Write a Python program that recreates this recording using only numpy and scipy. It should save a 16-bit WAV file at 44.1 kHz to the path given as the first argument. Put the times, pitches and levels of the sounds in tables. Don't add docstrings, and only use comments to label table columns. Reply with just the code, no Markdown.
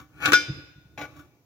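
import sys
import numpy as np
from scipy import signal
from scipy.fft import rfft, irfft
from scipy.io import wavfile

SR = 44100
rng = np.random.default_rng(int(sys.argv[2]) if len(sys.argv) > 2 else 0)


def persist_wave(psi):
    counts = np.round(np.clip(psi, -1, 1) * 32767).astype(np.int16)
    wavfile.write(sys.argv[1], SR, np.atleast_2d(counts).T)


N = 63945

# frequency in Hz, left minus right level in dB.
PAN = [(100, -2), (300, -4), (550, -4), (1200, 8), (2300, 5.5), (3600, -2.5), (5000, -2), (8000, 1),
       (13000, -3)]


def clang():
    modes_hz = [295, 343, 1454, 1695, 2135, 2355, 2750, 3092, 3505, 3550, 3602, 4037, 4330, 4640, 4831,
                4970, 5394, 5856, 5944, 6131, 7111, 7445, 8872, 10950]
    # level in dB, T60 in seconds, left minus right in dB,
    # level of the twin in dB.
    ringing = [(-34, .25, -0.5, -44.5), (-36, .2, 6.5, -59.5), (-9.5, 0.15, 6, -40), (-28.5, .2, 9, -48.5),
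               (-33.5, 0.3, 6, -46.5), (-24, .25, 2.5, -53), (-39, .2, 3, -57.5), (-33, 0.4, 0, -53.5),
               (-32.5, .22, 2, -50.5), (-34, .4, -1, -45), (-25.5, 0.073, -1.5, -45.5),
               (-39, .28, -0.5, -53), (-40.5, .35, 2.5, -54.5), (-48, .4, -6.5, -61.5),
               (-32.5, 0.33, 1, -52), (-26.5, .3, -15, -50.5), (-27, .23, -6.5, -59),
               (-30, 0.16, -0.5, -59.5), (-36.5, .2, -3, -61.5), (-32.5, 0.29, 8.5, -61.5),
               (-37.5, 0.091, 7, -64.5), (-47.5, .15, 0.5, -68), (-52, .3, -0.5, -83),
               (-52.5, .25, -3.5, -83)]
    attack_s, hold_s, right_lag_s = .0008, 0.022, .00004
    twin_t60_s, twin_spread_hz = 1, 5.5
    settle_s, damping_db_per_s, damped_below_hz = 0.3666, 70, 2500
    t, out = np.arange(N) / SR, 0
    arrival = t - np.array([[0], [right_lag_s]])
    for hz, (db, t60, pan_db, twin_db) in zip(modes_hz, ringing):
        envelope = from_db(db - 60 * np.maximum(t - hold_s, 0) / t60)
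        main = envelope * np.sin(2 * np.pi * (hz * arrival + rng.random()))
        twin_hz = hz + twin_spread_hz * rng.standard_normal()
        twin = decay(twin_t60_s) * np.sin(2 * np.pi * (twin_hz * t + rng.random((2, 1))))
        damped_db = damping_db_per_s * np.maximum(t - settle_s, 0) * (hz < damped_below_hz)
        out = out + panned(pan_db) * main + from_db(twin_db - damped_db) * twin
    return out * (1 - np.exp(-t / attack_s))


def blows():
    # start in seconds, level in dB, spectral tilt in dB per octave.
    impacts = [(0.2575, 0, 2.5), (0.3206, -3.5, 4.5), (0.3215, 1.5, -4.5), (0.332, -1, 5.5),
               (0.3338, 3, -3.5), (0.339, -2, 3)]
    # frequency in Hz, spectral density in dB.
    disc_colour = [(60, -25), (140, -7), (220, -16), (350, -0.5), (520, -10.5), (700, -24), (900, -9.5),
                   (1200, -1), (1600, 8.5), (1950, -4.5), (2500, 0), (3000, -7.5), (3600, -2), (4600, -15),
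                   (7200, -16.5), (8000, -26), (9500, -29), (15000, -33)]
    # frequency in Hz, T60 in seconds.
    disc_t60s = [(150, 0.05), (1200, 0.037), (4000, .11), (8000, .08), (14000, 0.051)]
    crack_db, crack_t60_s, disc_db, clang_start_s = -13, .022, -17, 0.3334
    out = np.zeros((2, N))
    for s, db, tilt_db in impacts:
        crack = noise(disc_colour, tilt_db=tilt_db, envelope=decay(crack_t60_s))
        disc = octave_decay(noise(disc_colour, tilt_db=tilt_db), disc_t60s)
        add(out, s, from_db(db + crack_db) * crack + from_db(db + disc_db) * disc)
    add(out, clang_start_s, clang())
    return out


def stick_slip(stroke, colour, column):
    # frequency
    # in Hz, then level in dB for a hard stroke, a light stroke and a brush.
    resonances = [(147, -8, -15.5, -14), (297.7, -6.5, -5, -3.5), (522, -17.5, -27, -26),
                  (770, -22, -17, -12.5), (848.2, -14, -12, -24), (1161, -5.5, -4, -7.5),
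                  (1456, 2.5, -1.5, -8.5), (1724, -8.5, -17, -12), (2204, -18.5, -5.5, -27.5),
                  (2296, -11, -8.5, -15), (3454, -28, -15.5, -20)]
    slips_per_s, spread_db, slip_t60_s, response_db = 2100, 2, 0.018, -1.5
    bass_t60_s, half_t60_hz = 0.27, 1300
    sizes = from_db(spread_db * np.minimum(rng.exponential(1, N), 4)) * rng.choice([-1, 1], N)
    slipping = rng.random(N) < slips_per_s / SR
    slips = unit_rms(sizes * slipping) * level(stroke)
    response = unit_rms(noise(colour, envelope=decay(slip_t60_s)))
    for hz, *levels_db in resonances:
        ring = unit_rms(mode(hz, bass_t60_s / (1 + hz / half_t60_hz)))
        response += from_db(levels_db[column]) * panned(at_hz(PAN, hz)) * ring
    return convolve(slips, from_db(response_db) * response / np.sqrt(N))


def scrapes():
    # time in seconds, level in dB.
    hard = [(0.12, -71.5), (0.165, -59), (0.198, -54.5), (0.203, -43), (0.216, -39.5), (0.221, -32.5),
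            (0.25, -27), (0.275, -27), (0.297, -26), (0.316, -44), (0.33, -72)]
    light = [(0.9748, -83), (0.9762, -36), (1.008, -42.5), (1.015, -35), (1.04, -41), (1.06, -46),
             (1.075, -67.5)]
    brush = [(0.0, -43), (0.03, -58), (0.075, -67), (0.5, -110), (1.04, -85), (1.08, -60.5), (1.155, -62.5),
             (1.167, -49), (1.183, -55.5), (1.198, -49.5), (1.212, -55.5), (1.235, -65), (1.45, -100)]
    # frequency in Hz, spectral density in dB.
    hard_colour = [(80, -22), (140, -12.5), (215, -25), (300, -8.5), (410, -17), (520, -5), (630, -22),
                   (710, -27), (830, -7.5), (990, -15.5), (1270, 0.5), (1950, -10.5), (2400, -1.5),
                   (3100, -12), (3600, -11.5), (4600, -17.5), (7000, -14.5), (8000, -41), (10000, -26.5),
                   (14500, -19.5)]
    light_colour = [(100, -19), (220, -22), (310, -12), (420, -3), (560, 1.5), (670, -7), (830, -1),
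                    (990, -19.5), (1150, -6.5), (1950, -5.5), (2200, 1), (2900, -14), (3900, -11.5),
                    (4800, -20), (6600, -12), (8200, -34), (10000, -28.5), (11000, -21.5), (15000, -22)]
    brush_colour = [(200, -8), (550, -10.5), (950, -8.5), (1150, 4), (1900, -1), (2400, -3.5), (4500, -12),
                    (6700, -9), (8300, -24), (11500, -13.5), (15000, -12.5)]
    strokes = [(hard, hard_colour), (light, light_colour), (brush, brush_colour)]
    return sum(stick_slip(stroke, colour, column) for column, (stroke, colour) in enumerate(strokes))


def tyre():
    # start in seconds, level in dB, contact time in seconds.
    thuds = [(0.229, -64, 0.0053), (0.282, -25, 0.0024), (0.288, -51.5, 0.0034), (0.4847, -31.5, 0.00078),
             (0.4924, -25, 0.0026), (0.4992, -20, 0.0039), (0.556, -34.5, .010), (0.757, -40, 0.0056),
             (0.778, -39, 0.00537), (0.852, -41.5, 0.0054)]
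    # frequency in Hz, level in dB, T60 in seconds.
    low_modes = [(66.6, -15.5, 0.093), (98, -20, .1), (145, -1, 0.072), (176, -12, .12), (321, -4.5, .12),
                 (483, -13.5, .04)]
    t, force = np.arange(N) / SR, np.zeros((1, N))
    for s, db, contact_s in thuds:
        pulse = np.sin(np.pi * np.minimum(t / contact_s, 1)) ** 2
        add(force, s, from_db(db) * pulse / pulse.sum())
    return convolve(force, sum(from_db(db) * mode(hz, t60) for hz, db, t60 in low_modes))


def workshop(direct):
    # frequency in Hz, T60 in seconds.
    room_t60s = [(150, .6), (500, 0.8), (2000, 0.98), (5000, 0.72), (8000, 0.34), (14000, 0.13)]
    # frequency in Hz, level in dB.
    room_colour = [(100, -17), (300, -18.5), (600, -14), (1450, -27.5), (2400, -19.5), (3600, -17.5),
                   (6000, -14.5), (9000, -10.5), (15000, -2)]
    build_up_s = .012
    onset = 1 - np.exp(-np.arange(N) / SR / build_up_s)
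    tail = octave_decay(noise(room_colour, pan_share=0), room_t60s) * onset
    return convolve(direct, tail / np.linalg.norm(decay(at_hz(room_t60s, 1000))))


def handling():
    # time in seconds, level in dB.
    swells = [(0.0, -47), (0.08, -64.5), (0.18, -46.5), (0.3, -47), (0.42, -54), (0.58, -45.5),
              (0.72, -59.5), (0.79, -62), (0.92, -56.5), (1.0, -55.5), (1.12, -53.5), (1.2, -50.5),
              (1.3, -60), (1.45, -67)]
    # frequency in Hz, spectral density in dB.
    rumble_colour = [(25, -20.5), (45, -14.5), (65, 6), (95, -0.5), (135, 3), (220, -17), (300, 1.5),
                     (420, -19), (900, -26.5), (3000, -42)]
    return level(swells) * noise(rumble_colour)


def still_air():
    # frequency in Hz, spectral density in dB.
    air_colour = [(30, -3.5), (100, -2), (400, -3), (1000, -12.5), (3000, -20.5), (6500, -16),
                  (8500, -31.5), (15000, -15.5)]
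    return from_db(-68) * noise(air_colour, pan_share=0)


def noise(colour, pan_share=1, tilt_db=0, envelope=1):
    # frequency in Hz, left-right correlation from -1 to 1.
    likeness = [(100, 0.76), (300, .95), (600, 1), (1300, 0.44), (2500, -0.47), (5000, -0.055),
                (13000, -.2)]
    hz = np.arange(N // 2 + 1) * SR / N
    mid, side = rfft(rng.standard_normal((2, N)) * envelope)
    correlation = np.clip(at_hz(likeness, hz), -1, 1)
    stereo = np.sqrt((1 + correlation) / 2) * mid + np.sqrt((1 - correlation) / 2) * side * [[1], [-1]]
    octaves = np.log2(np.maximum(hz, 500) / 2000)
    gain = unit_rms(from_db(at_hz(colour, hz) + tilt_db * octaves))
    return irfft(stereo * panned(pan_share * at_hz(PAN, hz)) * minimum_phase(gain), N)


def minimum_phase(gain):
    cepstrum, k = irfft(np.log(gain), N), np.arange(N)
    fold = (k == 0) + 2 * ((k > 0) & (k < N / 2))
    return np.exp(rfft(cepstrum * fold))


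def octave_decay(x, t60s):
    hz, spectrum = np.arange(N // 2 + 1) * SR / N, rfft(x)
    octave = np.clip(np.log2(np.maximum(hz, 1) / 125), 0, 7)
    bands = [irfft(spectrum * np.maximum(1 - abs(octave - k), 0), N) for k in range(8)]
    return sum(band * decay(at_hz(t60s, 125 * 2 ** k)) for k, band in enumerate(bands))


def mode(hz, t60):
    return np.sin(2 * np.pi * hz * np.arange(N) / SR) * decay(t60)


def decay(t60):
    return from_db(-60 * np.arange(N) / SR / t60)


def level(points):
    t, (s, db) = np.arange(N) / SR, np.transpose(points)
    outside_s = abs(t - np.clip(t, s[0], s[-1]))
    return from_db(np.interp(t, s, db) - 1000 * outside_s)


def panned(db):
    gains = from_db(np.array([[.5], [-.5]]) * db)
    return gains / np.sqrt(np.mean(gains ** 2, axis=0))


def convolve(x, response):
    return signal.fftconvolve(np.atleast_2d(x), np.atleast_2d(response), axes=1)[:, :N]


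def add(out, s, sound):
    start = int(max(s, 0) * SR)
    out[:, start:] += sound[..., :N - start]


def at_hz(points, hz):
    frequencies, values = np.transpose(points)
    return np.interp(np.log(np.maximum(hz, 1)), np.log(frequencies), values)


def from_db(db):
    return 10 ** (np.asarray(db) / 20)


def unit_rms(x):
    return x / np.sqrt(np.mean(x ** 2) + 1e-20)


def scene():
    direct = scrapes() + blows() + tyre()
    background = handling() + still_air()
    return direct + workshop(direct) + background


def record(dry):
    low_cut_hz, high_cut_hz = 69, 16800
    high_pass = signal.butter(2, low_cut_hz, "high", fs=SR, output="sos")
    low_pass = signal.cheby2(14, 70, high_cut_hz, fs=SR, output="sos")
    clipped = np.clip(signal.sosfilt(high_pass, dry), -1, 1)
    return signal.sosfilt(low_pass, clipped)


dry = scene()
out = record(dry)
persist_wave(out)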